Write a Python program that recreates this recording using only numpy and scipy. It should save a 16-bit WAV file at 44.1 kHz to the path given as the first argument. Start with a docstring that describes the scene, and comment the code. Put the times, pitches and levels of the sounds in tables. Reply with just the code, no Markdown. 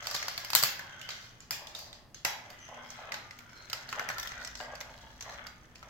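"""Steel marbles on a plastic track

On a carpet in a quiet room, marbles rumble through hollow tiles, whirr along thin rails and scrape guides.
Tiny bumps ring the parts they roll over; joints, gates and collisions click, and now and then a part sings.
The run comes toward the microphone from the far end of the track, and the room rings after each click."""
import sys
import numpy as np
from scipy import signal
from scipy.io import wavfile

SR = 44100
rng = np.random.default_rng(int(sys.argv[2]) if len(sys.argv) > 2 else 0)


def unload_audio(sound):
    """Save the sound as a 16-bit wav file, at the path given as the first command line argument."""
    columns = np.transpose(np.atleast_2d(sound))
    # keep every value between -1 and 1, then stretch to whole-number steps
    steps = np.round(np.clip(columns, -1, 1) * 32767)
    wavfile.write(sys.argv[1], SR, steps.astype(np.int16))


N = 259749
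TIME = np.arange(N) / SR

# The colour of still air. Each row: frequency in Hz, relative level in dB.
AIR_SPECTRUM = [(20, -5.5), (50, -5.5), (80, -4.5), (115, 0.5), (170, -6), (330, -12.5), (600, -16),
                (6000, -36), (9000, -39)]
# Resonances of the hollow tiles. Each row: pitch in Hz, width in Hz, gain in dB.
TILE_RESONANCES = [(600, 150, -8.5), (786, 145, -4), (853.5, 184, -6), (1203, 240, -18.5)]
# Resonances of the thin rails. Each row: pitch in Hz, width in Hz, gain in dB.
RAIL_RESONANCES = [(1337, 300, 3.5), (1754, 190, 3.5), (2007, 170, 4.5), (3310, 510, -2)]
# The bright fizz where steel touches plastic. Each row: frequency in Hz, gain in dB.
FIZZ_SPECTRUM = [(2500, -34), (3700, 0), (4300, 3.5), (4800, 3.5), (5500, 2.5), (6300, -1.5), (7300, -3),
                 (9200, -18), (12000, -11.5), (16000, -12)]
# The whirr on the rails rises with the marbles' speed. Each row: time in seconds, relative level in dB.
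WHIRR_LEVEL = [(0, -46), (0.13, -46.5), (0.33, -50.5), (0.8, -56.5), (1.15, -54.5), (1.42, -70),
               (1.75, -71), (2.08, -81.5), (2.42, -61.5), (3.0, -54), (3.35, -62.5), (3.85, -54),
               (4.14, -46.5), (4.55, -55.5), (5.17, -63), (5.42, -49), (5.58, -65.5), (5.89, -61)]
# A marble rumbles through a tile. Each row: start in seconds, length in seconds, relative level in dB.
TILE_CROSSINGS = [(0.0, 0.36, -53.5), (0.85, 0.32, -60), (1.58, 0.4, -55.5), (2.43, 0.079, -55),
                  (2.68, 0.14, -49.5), (2.98, 0.14, -49.5), (3.73, 0.063, -51.5), (3.925, 0.095, -43),
                  (4.34, 0.1, -54), (4.595, 0.14, -45.5), (4.8, 0.52, -54.5), (5.24, 0.1, -48.5),
                  (5.82, 0.059, -57)]
# A marble scrapes a guide. Each row: start in seconds, length in seconds, relative level in dB.
GUIDE_SCRAPES = [(0.02, 0.13, -39), (0.11, 0.4, -43), (1.08, 0.18, -48.5), (1.75, 0.11, -46),
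                 (2.83, 0.19, -52), (3.48, 0.27, -56), (3.88, 0.052, -40.5), (4.17, 0.15, -50),
                 (4.39, 0.057, -45), (4.56, 0.075, -43), (4.88, 0.45, -54), (5.28, 0.059, -48.5),
                 (5.75, 0.062, -60)]
# Hits at joints, gates and collisions. Each row: start in seconds, clack level in dB,
# snap level in dB relative to the clack, main note of the struck part in Hz.
HITS = [(0.0693, -33, -8, 4740), (0.1113, -36, -7.5, 4860), (0.1443, -35.5, -12, 4750),
        (0.1488, -32, -8, 4760), (0.1627, -35, -10, 3870), (0.2268, -38.5, -13.5, 1940),
        (0.2818, -32, -9, 4570), (0.3774, -34.5, -7, 4500), (0.4466, -39.5, -5, 4940),
        (0.5024, -36.5, -2, 4600), (0.5321, -28.5, -10, 4630), (0.5507, -20, 2.5, 4380),
        (0.5585, -23, -3, 4020), (0.6271, -27.5, -1, 4700), (0.6355, -23.5, 0, 4570),
        (0.793, -45.5, -5, 1650), (1.0138, -44, -10, 2880), (1.0893, -38, -14.5, 4500),
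        (1.104, -39.5, -20, 4000), (1.404, -49.5, -17, 7050), (1.5076, -31.5, -3.5, 4810),
        (1.67, -44, -14, 3500), (1.7492, -38.5, -15, 3660), (1.7888, -47, -1, 5030),
        (1.9288, -46.5, -18, 3880), (2.1443, -44, -18.5, 6430), (2.2483, -30, -8, 4800),
        (2.2502, -30, -5.5, 1980), (2.502, -50, -4, 4700), (2.9027, -44, -11.5, 6250),
        (3.12, -38, -16, 2000), (3.1411, -39, -12, 2040), (3.3085, -48, -18, 2010),
        (3.388, -50.5, -5.5, 2270), (3.6988, -41.5, -9, 4130), (3.73, -31, -9.5, 4860),
        (3.8898, -41.5, -14.5, 4400), (3.9267, -44, -8, 1053), (3.9943, -40, -7, 1540),
        (4.088, -37.5, -4, 1880), (4.0998, -42.5, -15, 1490), (4.182, -39, -5, 4600),
        (4.1972, -37, -5, 5800), (4.2288, -40, -5, 3440), (4.2726, -39, -10, 3200), (4.318, -47, -21, 1780),
        (4.4479, -39, -15, 5660), (4.4736, -40.5, -13, 5600), (4.553, -41, -21, 5500),
        (4.6016, -49.5, -25, 733), (4.7529, -45.5, -14, 4800), (4.8044, -43.5, -11, 5960),
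        (4.8097, -42.5, -8.5, 2050), (5.208, -40, -13.5, 6160), (5.224, -42, -16, 6160),
        (5.4675, -43, -11, 4700), (5.7561, -50.5, -17, 2490), (5.8274, -57.5, -7.5, 1330)]
# The colour of plastic struck by steel. Each row: frequency in Hz, gain in dB.
PLASTIC_SPECTRUM = [(60, -23), (115, -4.5), (280, -17), (480, -8), (750, -3), (1900, -1.5), (2700, -4.5),
                    (5000, -0.5), (6800, -3.5), (9500, -19), (11500, -7.5), (14000, -3.5), (16000, -10.5)]
# Big, low-pitched hollow parts knock most. Each row: main note in Hz, knock in dB relative to the clack.
KNOCK_BY_NOTE = [(1450, 12), (2000, 2), (3500, -16), (4600, -3.5), (6000, -10)]
# The harder the snap, the shorter the rattle. Each row: snap level in dB, decay time in seconds.
RATTLE_BY_SNAP = [(-46, 0.0034), (-28.5, 0.0011)]
# A thin part sings. Each row: start in seconds, length in seconds, pitch in Hz, level at the crest in dB.
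SUNG_NOTES = [(0.793, 0.27, 1545, -54.5), (1.001, 0.09, 2980, -51), (2.59, .1, 6100, -53.5),
              (3.501, 0.22, 4190, -60), (4.291, 0.2, 1484, -48.5)]
# A faint hum comes in midway. Each row: time in seconds, level in dB.
HUM_LEVEL = [(2.3, -80), (2.7, -66.5), (5.9, -70.5)]
# A low rumble swells late. Each row: time in seconds, level in dB.
RUMBLE_LEVEL = [(3.9, -78.5), (4.2, -59.5), (5.7, -61.5)]
# The room's share peaks early, then falls as the marbles come near. Each row: time in seconds, send in dB.
REVERB_SEND = [(0, -3.5), (.64, -2.5), (1.5, 1), (3.1, -2.5), (3.8, -5.5), (5.8, -5.5)]
# How long the room rings. Each row: frequency in Hz, time to fall 60 dB in seconds.
REVERB_TIME = [(150, 0.36), (700, 0.64), (5000, 0.45), (8000, 0.3), (14000, 0.3)]


def amp(db):
    return 10 ** (np.asarray(db) / 20)


def unit_rms(x):
    return x / np.sqrt(np.mean(x ** 2) + 1e-20)


def fader(curve):
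    """Gain over time, gliding between points given in dB."""
    return amp(np.interp(TIME, *np.transpose(curve)))


def at_frequency(points, hz):
    """A curve's value, joined by straight lines over log frequency."""
    point_hz, value = np.transpose(points)
    return np.interp(np.log(hz + 1), np.log(point_hz), value)


def pan(left_db):
    return amp([[left_db], [-left_db]])


def add(mix, start_s, sound):
    part = mix[:, max(round(start_s * SR), 0):][:, :sound.shape[1]]
    part += sound[:, :part.shape[1]]


def stereo_noise(likeness, size=N):
    """White noise whose two sides are unrelated at likeness 0 and identical at 1."""
    shared, apart = rng.standard_normal((2, size))
    return np.sqrt((1 + likeness) / 2) * shared + np.sqrt((1 - likeness) / 2) * np.array([apart, -apart])


def convolve(x, taps):
    return signal.fftconvolve(x, np.atleast_2d(taps), axes=1)[:, :x.shape[1]]


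def colour(x, spectrum, size=2048):
    """A minimum-phase equaliser that follows the given spectrum."""
    log_gain = np.log(amp(at_frequency(spectrum, abs(np.fft.fftfreq(size, 1 / SR)))))
    taps = np.fft.ifft(np.exp(np.conj(signal.hilbert(log_gain)))).real
    return convolve(x, taps[:size // 2])


def band(x, hz, kind, order=3):
    return signal.sosfilt(signal.butter(order, hz, kind, fs=SR, output="sos"), x)


def resonate(x, hz, q):
    return signal.lfilter(*signal.iirpeak(hz, q, SR), x)


def ring(x, modes):
    """A bank of resonances; neighbours swing in opposite directions."""
    return sum((-1) ** k * amp(db) * resonate(x, hz, hz / width) for k, (hz, width, db) in enumerate(modes))


def random_pitches(low_hz, high_hz, count):
    return np.exp(rng.uniform(np.log(low_hz), np.log(high_hz), count))


def still_air(level_db=-59.5):
    """A soft, dark bed of room tone."""
    return amp(level_db) * unit_rms(colour(stereo_noise(0.81), AIR_SPECTRUM, size=8192))


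def bumps(per_s, likeness, spread_db=3.2, wobble_db=1.14):
    """Tiny impacts of a marble on an uneven surface, their strength wobbling as it turns."""
    strength = amp(spread_db * np.minimum(rng.exponential(1, N), 4))
    impacts = rng.random(N) < per_s / SR
    wobble = unit_rms(band(rng.standard_normal(N), [15, 70], "band"))
    return strength * impacts * amp(wobble_db * wobble) * stereo_noise(likeness)


def pass_envelope(passes, attack_s, sag_db_per_s, release_s):
    """Each pass swells as the marble enters, sags as it slows and dies when it leaves."""
    out = np.zeros(N)
    for start_s, length_s, db in passes:
        t = np.maximum(TIME - start_s, 0)
        swell = np.minimum(t / attack_s, 1)
        release = np.exp(-np.maximum(t - length_s, 0) / release_s)
        out += swell * amp(db - sag_db_per_s * np.minimum(t, length_s)) * release
    return out


def rolling(tile_bleed_db=-9, rail_bleed_db=-7, fizz_bleed_db=-11, fizz_db=-7.5):
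    """Bumps ring the hollow tiles and thin rails, and fizz at the point of contact."""
    tiles = band(ring(bumps(per_s=800, likeness=0.99), TILE_RESONANCES), [470, 2000], "band")
    rails = band(ring(bumps(per_s=1500, likeness=0.11), RAIL_RESONANCES), [1000, 3800], "band")
    fizz = colour(bumps(per_s=1500, likeness=-0.15), FIZZ_SPECTRUM)
    whirr = fader(WHIRR_LEVEL)
    crossing = pass_envelope(TILE_CROSSINGS, attack_s=0.017, sag_db_per_s=19.5, release_s=0.052)
    scraping = pass_envelope(GUIDE_SCRAPES, attack_s=0.018, sag_db_per_s=13, release_s=0.025)
    # Joined parts shake each other, so each layer takes a little of another's envelope.
    return (unit_rms(tiles) * np.hypot(crossing, amp(tile_bleed_db) * whirr)
            + unit_rms(rails) * np.hypot(whirr, amp(rail_bleed_db) * crossing) * pan(left_db=0.94)
            + unit_rms(fizz) * np.hypot(scraping, amp(fizz_bleed_db) * whirr) * amp(fizz_db))


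def track_pieces(roll, piece_s=0.22, note_db=7, note_q=30):
    """Each piece a marble crosses adds a few narrow notes to the roll, fading into those of the next."""
    out = roll.copy()
    size = int(2 * piece_s * SR)
    for start_s in np.arange(0, N / SR, piece_s):
        stretch = roll[:, round(start_s * SR):][:, :size]
        faded = stretch * np.hanning(size)[:stretch.shape[1]]
        notes = sum(resonate(faded, hz, note_q) for hz in random_pitches(900, 7500, count=5))
        add(out, start_s, amp(note_db) * notes)
    return out


def struck_part(rattle_s, note_hz, note_db, note_q=12, attack_s=0.00024, body_db=-16, body_s=0.015):
    """A struck part vibrates with a short rattle, its main note and a few weaker chance overtones."""
    t = TIME[:2048]
    envelope = (np.exp(-t / rattle_s) + amp(body_db) * np.exp(-t / body_s)) * (1 - np.exp(-t / attack_s))
    centred_lows = band(stereo_noise(0.98, t.size), 1340, "low")
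    wide_highs = band(stereo_noise(-0.013, t.size), 1400, "high")
    shake = (centred_lows + wide_highs) * envelope
    overtones = sum(resonate(shake, hz, 2 * note_q) for hz in random_pitches(900, 9000, count=3))
    return shake + amp(note_db) * (resonate(shake, note_hz, note_q) + 0.5 * overtones)


def seam_ticks(per_s=60, below_whirr_db=7, spread_db=4):
    """Faint chance ticks at seams in the track, stronger when the marbles run fast."""
    seams = rng.random(N) < per_s / SR
    strength = amp(spread_db * np.clip(rng.standard_normal(N), -2, 2))
    tick = colour(struck_part(rattle_s=0.0016, note_hz=6200, note_db=7), FIZZ_SPECTRUM)
    ticking = convolve((seams * strength)[None], tick)
    return unit_rms(ticking) * fader(WHIRR_LEVEL) * amp(-below_whirr_db)


def clicks(note_db, knock_hz=2500, snap_hz=8500, burst_s=0.007):
    """Steel hits plastic with a hollow knock, a clack and a thin snap; hard hits are the crispest."""
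    out = np.zeros((2, N))
    for start_s, clack_db, snap_db, note_hz in HITS:
        knock_db = at_frequency(KNOCK_BY_NOTE, note_hz)
        rattle_s = np.interp(clack_db + snap_db, *np.transpose(RATTLE_BY_SNAP))
        struck = colour(struck_part(rattle_s, note_hz, note_db), PLASTIC_SPECTRUM)
        knock = (knock_hz, "low", clack_db + knock_db, pan(left_db=0.8))
        clack = ([knock_hz, snap_hz], "band", clack_db, pan(left_db=-0.9))
        snap = (snap_hz, "high", clack_db + snap_db, pan(left_db=2))
        for hz, kind, level_db, balance in (knock, clack, snap):
            layer = band(struck, hz, kind, order=4)
            layer *= np.sqrt(burst_s * SR / (np.sum(layer ** 2) / 2))  # the energy of burst_s at 0 dB
            add(out, start_s, layer * amp(level_db) * balance)
    return out


def singing_parts(width_hz=220):
    """A thin part sings a narrow tone that swells and fades as a marble crosses it."""
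    out = np.zeros((2, N))
    for start_s, length_s, hz, db in SUNG_NOTES:
        q = hz / width_hz
        tone = resonate(resonate(stereo_noise(1, SR), hz, q), hz, q)[:, :int(length_s * SR)]
        add(out, start_s, amp(db) * unit_rms(tone) * np.hanning(tone.shape[1]))
    return out


def drone(level_curve, band_hz):
    """A narrow, centred band of noise swells in the background as a hum or a low rumble."""
    return fader(level_curve) * unit_rms(band(stereo_noise(1), band_hz, "band"))


def room_tail(gap_s=0.0016, build_s=0.0055, bass_hz=900):
    """Reflections build up after the direct sound; the treble dies first, the bass sits near the centre."""
    bass = band(stereo_noise(0.75, SR), bass_hz, "low")
    treble = band(stereo_noise(0, SR), bass_hz, "high")
    hz, t, spectrum = signal.stft(unit_rms(bass + treble), SR, nperseg=256)
    decay = amp(-60 * t / at_frequency(REVERB_TIME, hz)[:, None])
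    tail = signal.istft(spectrum * decay, SR)[1][:, :SR]
    build_up = 1 - np.exp(-np.maximum(TIME[:SR] - gap_s, 0) / build_s)
    return tail * build_up / np.sqrt(0.06 * SR)


def room(x):
    """The walls carry each side of the sound to both ears."""
    send = x * fader(REVERB_SEND)
    return convolve(send, room_tail()) + convolve(send[::-1], room_tail())


def scene():
    """The marble run and its clicks, ringing in the room over a quiet background."""
    run = amp(-2) * track_pieces(rolling()) + singing_parts() + seam_ticks()
    # A part's note stands out straight at the microphone; the room hears all directions, so it evens out.
    direct = run + clicks(note_db=12.5)
    reverb = room(run + clicks(note_db=1))
    air = still_air()
    rumble = drone(RUMBLE_LEVEL, band_hz=[38, 68])
    hum = drone(HUM_LEVEL, band_hz=[240, 246])
    return direct + reverb + air + hum + rumble


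def record(dry, cutoff_hz=16000):
    """A steep low-pass trims the very top of the treble."""
    low_pass = signal.firwin(255, cutoff_hz, window=("kaiser", 8), fs=SR)
    return signal.oaconvolve(dry, low_pass[None], "same")


dry = scene()
out = record(dry)
unload_audio(out)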